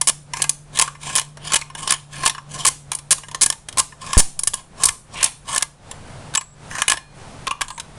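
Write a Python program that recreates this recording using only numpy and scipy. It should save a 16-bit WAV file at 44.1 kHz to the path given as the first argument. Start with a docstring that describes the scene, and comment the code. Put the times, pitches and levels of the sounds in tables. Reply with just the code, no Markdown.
"""A small room, close on a circuit board: a live lead is dragged again and again over its pins.
The tip scrapes, taps and sputters, the board and small metal parts ring, and arcs snap at the
contacts and echo off the walls. One current surge thumps the microphone. Underneath lie a low hum,
a rumble and room noise that the gain control pumps."""
import sys
import numpy as np
from scipy import signal
from scipy.fft import rfft, irfft, next_fast_len
from scipy.io import wavfile
from scipy.ndimage import uniform_filter1d, minimum_filter1d

SR = 44100
rng = np.random.default_rng(int(sys.argv[2]) if len(sys.argv) > 2 else 0)


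def transcribe(signal):
    """Save signal, clipped to [-1, 1], as a 16-bit WAV file at the path in sys.argv[1]."""
    frames = np.atleast_2d(signal).T
    limited = np.clip(frames, -1, 1)
    pcm = np.round(limited * 32767).astype(np.int16)
    wavfile.write(sys.argv[1], SR, pcm)


N = 351908
TIME = np.arange(N) / SR

# tone of the room noise: frequency_hz, level_db
ROOM_NOISE_EQ = [(20, 1), (50, -17), (90, 0), (130, 2.5), (200, -3.5), (350, -10.5), (700, -7), (1100, -11),
                 (2000, -17), (4000, -21.5), (7000, -24), (10000, -22.5), (16000, -64)]
# tone of the rumble: frequency_hz, level_db
RUMBLE_EQ = [(10, -15), (35, 0.5), (90, -8), (200, -13), (600, -28.5), (2000, -74)]
# tone of the reverb: frequency_hz, level_db
REVERB_EQ = [(60, 22), (400, 6.5), (1000, 5.5), (2000, 0), (4000, 1.5), (7000, -0.5), (10000, -1),
             (16000, 0)]
# decay of the reverb: frequency_hz, t60_s
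REVERB_DECAY = [(200, 0.33), (1000, 0.38), (4000, 0.36), (8000, 0.37), (12000, 0.33)]
# resonances of the board: pitch_hz, width_hz, level_db
BOARD_MODES = [(917, 31.4, -2), (1056, 62.4, 10), (1176, 27, -6), (1637, 21, -7), (1773, 85, 3.5),
               (2074, 21, -13), (2524, 84, -5), (2910, 52, -2), (3348, 64, -6.5), (3990, 480, -38.5),
               (5430, 44, -7.5)]
# small metal parts set ringing: start_s, pitch_hz, level_db, t60_s
METAL_PINGS = [(0.418, 4280, -23, 0.065), (6.352, 7700, -47, 0.3), (6.373, 7700, -7, 0.053),
               (6.9, 1698, -18, 0.16), (6.901, 2440, -48, 1.16), (6.9, 4220, -46, 0.7),
               (7.471, 1220, -24, .045), (7.513, 1150, -15.5, 0.064)]
# the contact sputters in one band: start_s, length_s, centre_hz, width_hz, level_db
SPUTTERS = [(1.39, 0.22, 3125, 1100, -40), (1.61, 0.019, 2270, 550, -30.5), (1.891, 0.018, 4500, 4500, -19),
            (5.137, 0.17, 2647, 1530, -28), (6.693, 0.19, 1617, 760, -35), (7.472, .012, 3393, 4150, -23),
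            (7.654, 0.15, 8100, 1400, -45)]
# drags of the tip over the pins: touch_down_s, lift_off_s, lift_off_level_db
TIP_STROKES = [(0.32, 0.435, -35.5), (0.715, 0.833, -31), (0.982, 1.177, -28.5), (1.401, 1.565, -31.5),
               (1.735, 1.932, -32), (2.085, 2.265, -31), (2.476, 2.675, -30.5), (3.982, 4.168, -33.5),
               (4.524, 4.579, -45), (4.754, 4.873, -30.5), (5.096, 5.268, -34.5), (5.441, 5.566, -28),
               (6.666, 6.82, -34), (6.88, 6.93, -33.5)]
# tone of the scrape: frequency_hz, level_db
SCRAPE_EQ = [(60, -22.5), (300, -19.5), (700, 0.5), (1400, -11.5), (2200, -2.5), (3100, 3), (4500, -2),
             (6500, 0), (9500, 3), (16000, -25)]
# knocks of the tip on the board: start_s, ring_db, tick_db
TIP_TAPS = [(0.335, -24, -25), (0.369, -30, -29.5), (0.4, -27.5, -41), (0.44, -24, -22.5),
            (0.772, -28.5, -24), (0.877, -30.5, -31.5), (0.95, -38.5, -58), (1.058, -44, -38),
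            (1.214, -37, -29), (1.371, -40.5, -41.5), (1.52, -29.5, -20), (1.613, -35, -29),
            (1.7, -37, -47), (1.75, -30.5, -32), (1.875, -31.5, -20.5), (1.937, -31, -24.5),
            (2.233, -23, -28.5), (2.296, -34, -21.5), (2.348, -33.5, -39), (2.38, -30.5, -43),
            (2.917, -28.5, -19), (2.931, -36.5, -28.5), (2.987, -46, -32.5), (3.181, -39, -34),
            (3.234, -35, -44.5), (3.284, -37, -37.5), (3.313, -37, -35), (3.346, -25, -24),
            (3.524, -33, -26), (3.686, -36.5, -27.5), (3.726, -47, -35.5), (3.772, -23.5, -21.5),
            (3.922, -41, -52), (4.535, -31, -29), (4.822, -34, -30), (5.209, -30, -31), (5.26, -43, -23),
            (5.609, -37, -34), (5.912, -37, -31), (6.338, -32, -31.5), (6.41, -35.5, -32.5),
            (6.712, -32, -39), (6.751, -30, -31), (6.783, -29, -28), (6.931, -39, -24), (6.971, -30, -30.5),
            (7.469, -23.5, -26.5), (7.509, -26, -26.5), (7.609, -21.5, -27), (7.682, -39, -32.5),
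            (7.703, -30.5, -32), (7.778, -35.5, -35.5), (7.798, -46, -27)]
# tone of a tap's metallic tick: frequency_hz, level_db
TICK_EQ = [(100, -33), (800, -9.5), (2000, -4.5), (3200, 1.5), (4500, -3.5), (6700, 0), (8500, -2),
           (10000, 1), (16000, -21)]
# arcs between tip and pin: start_s, burn_s, treble_db, extra_body_db
ARC_SNAPS = [(0.013, 0.0045, -9, 1.5), (0.0726, 0.016, -13.5, -1), (0.0923, 0.0075, -14.5, 3.5),
             (0.42, 0.0068, -12, 1), (0.4942, 0.0036, -8.5, -5.5), (0.7889, 0.0026, -12.5, 8),
             (0.796, 0.0035, -12, 6), (0.8132, 0.013, -11.5, 5), (1.1542, 0.0013, -13, 2),
             (1.16, 0.00098, -7.5, 1), (1.1737, 0.0021, -13, -0.5), (1.182, 0.0072, -17.5, 9.5),
             (1.195, 0.003, -16, 3), (1.535, 0.011, -15.5, 6.5), (1.5571, 0.012, -16, 7.5),
             (1.9063, 0.0039, -10.5, 4.5), (1.921, 0.0051, -13, 8.5), (2.254, 0.002, -17, -9),
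             (2.2608, 0.0055, -11.5, 8.5), (2.275, 0.0066, -15.5, 3.5), (2.6505, 0.0069, -12, 4),
             (2.6652, 0.022, -12, 0), (2.9505, 0.0018, -14, -15), (3.1076, 0.023, -10.5, 0),
             (3.4118, 0.031, -12.5, -1.5), (3.4605, 0.0056, -14, 0), (3.5013, 0.0017, -14.5, 0.5),
             (3.783, 0.02, -12, 2), (4.132, 0.0032, -17.5, 9.5), (4.1764, 0.029, -10, -4),
             (4.3916, 0.004, -14, -5), (4.4345, 0.0029, -16, -4), (4.4728, 0.0092, -13.5, -3.5),
             (4.5402, 0.0024, -12, -8), (4.8351, 0.0095, -11.5, -1), (4.855, 0.0053, -6.5, -13),
             (4.87, 0.0017, -18.5, -10.5), (4.887, 0.0052, -17, 6), (5.2283, 0.0063, -13, 3.5),
             (5.2421, 0.0043, -5, -7), (5.548, 0.0013, -15, 2.5), (5.562, 0.0015, -14, 4),
             (5.5784, 0.0038, -15, 1), (5.6238, 0.0059, -15.5, 3.5), (6.3511, 0.0072, -17.5, 10),
             (6.373, 0.0053, -22.5, 11.5), (6.819, 0.0033, -16.5, 12.5), (6.881, 0.0034, -11.5, 6.5),
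             (6.898, 0.0083, -14.5, 7), (6.9163, 0.0052, -15.5, 12), (7.616, 0.0019, -12.5, 12.5)]
# tone of an arc's crackle: frequency_hz, level_db
ARC_EQ = [(40, -17.5), (150, -15), (400, -17.5), (800, -11), (1400, -15.5), (2200, -9.5), (3000, -8),
          (4300, -8), (6000, -3.5), (8000, -0.5), (10000, 4.5), (16000, -21)]
# the microphone's response, rolling off on top: frequency_hz, level_db
MICROPHONE_EQ = [(20, 1.5), (10200, -1), (10900, -12.5), (11900, -12), (12700, -39), (14000, -82.5)]

# in each stroke the tip bites, is pressed ever harder, then slides off
BITE_S, PRESS_DB_PER_S, LIFT_DB_PER_S = 0.05, 56, 317


def amp(db):
    """Decibels to gain."""
    return 10 ** (np.asarray(db) / 20)


def unit(x):
    """Scales to rms 1."""
    return x / np.sqrt(np.mean(x ** 2) + 1e-20)


def curve_at(points, hz):
    """Reads a curve on a log-frequency axis."""
    point_hz, value = np.transpose(points)
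    return np.interp(np.log(hz + 1), np.log(point_hz + 1), value)


def eq(x, points):
    """Shapes the tone with an EQ curve."""
    size = next_fast_len(len(x) + 512)
    gain = amp(curve_at(points, np.fft.rfftfreq(size, 1 / SR)))
    return irfft(rfft(x, size) * gain, size)[:len(x)]


def wander(rate_hz):
    """A random modulator of rms 1 that glides to a new value rate_hz times a second."""
    return unit(np.interp(TIME * rate_hz, np.arange(N), rng.standard_normal(N)))


def add(mix, start_s, sound):
    """Drops a sound into the mix."""
    part = mix[max(round(start_s * SR), 0):][:len(sound)]
    part += sound[:len(part)]


def gain_control(x, threshold_db=-27, depth_db=15, hold_s=0.14, recover_db_per_s=110):
    """A gain that ducks at once when x is loud, holds, then recovers."""
    power_db = 10 * np.log10(abs(uniform_filter1d(x ** 2, size=130)) + 1e-12)
    over_db = np.clip(power_db - threshold_db, 0, depth_db)
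    half_hold = int(hold_s * SR / 2)
    held_db = -minimum_filter1d(-over_db, 2 * half_hold + 1, origin=half_hold)
    recovery_db = TIME * recover_db_per_s
    return amp(recovery_db - np.maximum.accumulate(held_db + recovery_db))


def hum(pitch_hz=146.1, waver_hz=2.35, throb_db=2, fade_s=(1.9, 4.5), fade_db=(-40.5, -51)):
    """A low, wavering hum that holds, then sinks to a quieter level."""
    cycles = np.cumsum(pitch_hz + waver_hz * wander(25)) / SR
    level_db = np.interp(TIME, fade_s, fade_db) + throb_db * wander(16)
    return amp(level_db) * np.sqrt(2) * np.sin(2 * np.pi * cycles)


def background(gain, noise_db=-39, rumble_db=-49, low_duck_share=0.36):
    """The bed: dull room noise pumps with the gain; rumble and hum duck less deeply."""
    noise = amp(noise_db) * unit(eq(rng.standard_normal(N), ROOM_NOISE_EQ))
    rumble = amp(rumble_db) * unit(eq(rng.standard_normal(N), RUMBLE_EQ))
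    return noise * gain + (rumble + hum()) * gain ** low_duck_share


def reverb(send, build_s=0.0098):
    """The small room: a diffuse tail in which each band dies at its own speed."""
    hz, t, bands = signal.stft(rng.standard_normal(SR * 3 // 4), SR, nperseg=256)
    decay_db = 60 * t / curve_at(REVERB_DECAY, hz)[:, None]
    bands = bands * amp(curve_at(REVERB_EQ, hz)[:, None] - decay_db)
    tail = signal.istft(bands, SR, nperseg=256)[1]
    tail *= np.minimum(np.arange(len(tail)) / SR / build_s, 1)
    return signal.oaconvolve(send, tail / np.linalg.norm(tail))[:N]


def board_impulse(weights):
    """The board's ring after a click, at energy 1; weights say how hard each mode is struck."""
    t = np.arange(SR // 10) / SR
    ring = sum(weight * amp(db) * np.exp(-np.pi * width_hz * t) * np.sin(2 * np.pi * hz * t)
               for weight, (hz, width_hz, db) in zip(weights, BOARD_MODES))
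    return ring / np.linalg.norm(ring)


def board_ring(x):
    """A sound drives the board's modes, in alternating polarity."""
    return signal.oaconvolve(x, board_impulse((-1.) ** np.arange(len(BOARD_MODES))))[:N]


def tone_drift(x, depth_db=3):
    """The tone drifts as the tip moves from spot to spot."""
    bands = signal.stft(x, SR, nperseg=512)[2]
    drift = rng.standard_normal(bands.shape)
    for _ in range(2):
        drift = uniform_filter1d(drift, size=5, axis=0)  # smooth across frequency
        drift = uniform_filter1d(drift, size=13, axis=1)  # and across time
    return signal.istft(bands * amp(depth_db * unit(drift)), SR, nperseg=512)[1][:N]


def pings():
    """Pins and clips ring on after a knock, each a dying sine."""
    out = np.zeros(N)
    t = np.arange(SR) / SR
    for start_s, hz, db, t60_s in METAL_PINGS:
        add(out, start_s, amp(db - 60 * t / t60_s) * np.sin(2 * np.pi * hz * t))
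    return out


def sputters(grit_db=3):
    """The contact sputters: gritty swells of noise, each in one resonance."""
    out = np.zeros(N)
    for start_s, length_s, hz, width_hz, db in SPUTTERS:
        t = np.arange(round(length_s * SR)) / SR
        pole = np.exp(-np.pi * width_hz / SR)
        complex_noise = rng.standard_normal((SR, 2)) @ [1, 1j]
        flutter = signal.lfilter([1], [1, -2 * pole, pole * pole], complex_noise)[:len(t)]
        band = unit((flutter * np.exp(2j * np.pi * hz * t)).real)
        add(out, start_s, amp(db) * band * np.sin(np.pi * t / length_s))
    return out * amp(grit_db * wander(300))


def pressure():
    """How hard the tip is dragged, as a gain: every stroke bites, swells and lifts off."""
    out = np.zeros(N)
    t = np.arange(SR) / SR
    bite = np.minimum(t / BITE_S, 1) ** 2
    for down_s, lift_s, db in TIP_STROKES:
        to_lift_s = lift_s - down_s - t
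        swell_db = -PRESS_DB_PER_S * np.maximum(to_lift_s, 0)
        release_db = -LIFT_DB_PER_S * np.maximum(-to_lift_s, 0)
        add(out, down_s, bite * amp(db + swell_db + release_db))
    return out


def scrape(slips_per_s=4500, size_db=2, clump_db=3, rasp_db=2.5, ring_db=-2):
    """Thousands of tiny slips, in clumps, rasp and ring the board."""
    clicks = (rng.random(N) < slips_per_s / SR) * rng.choice([-1, 1], N)
    sizes = amp(size_db * np.minimum(rng.exponential(1, N), 4))
    slips = unit(clicks * sizes * amp(clump_db * wander(120)))
    rasp = amp(rasp_db) * unit(eq(slips, SCRAPE_EQ))
    return pressure() * (rasp + amp(ring_db) * board_ring(slips))


def stray_taps(per_stroke=3, ring_db=-5, tick_db=-10.5, spread_db=4, overrun_s=0.02):
    """Light chance taps along each stroke, harder near lift-off, as rows like TIP_TAPS."""
    rows = []
    for down_s, lift_s, stroke_db in TIP_STROKES:
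        starts_s = rng.uniform(down_s + BITE_S, lift_s + overrun_s, per_stroke)
        levels_db = stroke_db - PRESS_DB_PER_S * abs(lift_s - starts_s)
        levels_db += spread_db * rng.standard_normal(per_stroke)
        rows += [(start_s, ring_db + db, tick_db + db) for start_s, db in zip(starts_s, levels_db)]
    return rows


def taps(rise_s=0.0013, chatter_s=0.0055, tick_decay_s=0.0054, knock_db=-6):
    """The tip chatters on a pin: a bright tick, a dull knock and a board ring that varies by spot."""
    out = np.zeros(N)
    t = np.arange(SR // 10) / SR
    onset = np.minimum(t / rise_s, 1)
    attack = slice(SR // 100)  # the first 10 ms set a tap's level
    knock_band = signal.butter(2, [700, 2600], "band", fs=SR)
    for start_s, ring_db, tick_db in TIP_TAPS + stray_taps():
        weights = rng.choice([-1, 1], len(BOARD_MODES)) * rng.uniform(0.29, 1, len(BOARD_MODES))
        force = rng.standard_normal(len(t)) * onset * np.exp(-t / chatter_s)
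        ring = signal.fftconvolve(force, board_impulse(weights))[:len(t)]
        knock = signal.lfilter(*knock_band, force)
        body = unit(ring) + amp(knock_db) * unit(knock)
        tick = eq(rng.standard_normal(len(t)), TICK_EQ) * onset * np.exp(-t / tick_decay_s)
        add(out, start_s, amp(ring_db) * body / body[attack].std())
        add(out, start_s, amp(tick_db) * tick / tick[attack].std())
    return out


def surge(start_s=4.1705, length_s=0.00543, drive=2.46, rail=0.7, release_s=0.0012, leak_hz=2.3):
    """A current surge slams the microphone's input to its rail; coupling capacitors swing back slowly."""
    t = np.arange(SR) / SR
    push = -drive * np.exp(-np.maximum(t - length_s, 0) / release_s)
    coupling = signal.butter(1, leak_hz, "high", fs=SR)
    thump = signal.lfilter(*coupling, signal.lfilter(*coupling, push))
    out = np.zeros(N)
    add(out, start_s, np.clip(thump, -rail, rail))
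    return out


def arc_crackle(samples, body_db, burn_doublings):
    """An arc's dense noise, its treble at rms 1; more body means more puff of air and less sizzle."""
    puff_db = 0.8 - 0.05 * burn_doublings + 0.16 * body_db
    sizzle_db = -1 - 0.5 * burn_doublings - 0.29 * body_db
    shelves = [(570, puff_db), (900, body_db), (2800, body_db),
               (4800, -sizzle_db / 2), (7700, -sizzle_db / 2), (9300, sizzle_db / 2)]
    crackle = eq(eq(rng.standard_normal(samples), ARC_EQ), shelves)
    treble = eq(crackle, [(4000, -60), (4500, 0), (10500, 0), (11000, -60)])
    return crackle / treble.std()


def arcs(rise_s=0.0004, decay_s=0.0017, scatter_db=-18, scatter_decay_s=0.015,
         typical_burn_s=0.0074, flicker_db=3, trim_db=1):
    """Each arc crackles while it burns, then dies at once; returns direct sound and reverb send."""
    direct, send = np.zeros((2, N))
    t = np.arange(SR // 12) / SR
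    flicker = amp(flicker_db * wander(900))
    for start_s, burn_s, treble_db, body_db in ARC_SNAPS:
        burn_doublings = np.log2(burn_s / typical_burn_s)
        since_out_s = np.maximum(t - burn_s, 0)
        scatter = amp(scatter_db) * np.exp(-since_out_s / scatter_decay_s)  # off nearby surfaces
        envelope = np.minimum(t / rise_s, 1) * (np.exp(-since_out_s / decay_s) + scatter)
        snap = amp(treble_db + trim_db) * envelope * arc_crackle(len(t), body_db, burn_doublings)
        send_db = -17.5 + 1.5 * burn_doublings - 0.4 * body_db  # longer is wetter, fuller is drier
        add(direct, start_s - rise_s, snap)
        add(send, start_s, amp(send_db) * snap)
    return direct * flicker, send


def scene(arc_ring_db=-10, contact_send_db=-15):
    """The mono mix: arcs and contact noises up front, ducking the bed, with the room behind them."""
    snaps, arc_send = arcs()
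    contact = tone_drift(taps() + scrape()) + sputters() + pings()
    close = snaps + amp(arc_ring_db) * tone_drift(board_ring(snaps)) + contact
    room = reverb(arc_send + amp(contact_send_db) * contact)
    return (close + room + surge() + background(gain_control(close)))[None]


def record(dry, limit=0.85, clip=0.75, cutoff_hz=16200):
    """The microphone dulls the top, a fast limiter holds the peaks, their tips clip, then a low-pass."""
    mic = eq(dry[0], MICROPHONE_EQ)
    allowed_gain = np.minimum(1, limit / (abs(mic) + 1e-9))
    limiter_gain = uniform_filter1d(minimum_filter1d(allowed_gain, size=13), size=13)
    clipped = np.clip(mic * limiter_gain, -clip, clip)
    low_pass = signal.firwin(255, cutoff_hz, window=("kaiser", 9), fs=SR)
    return signal.oaconvolve(clipped, low_pass, "same")[None]


dry = scene()
out = record(dry)
transcribe(out)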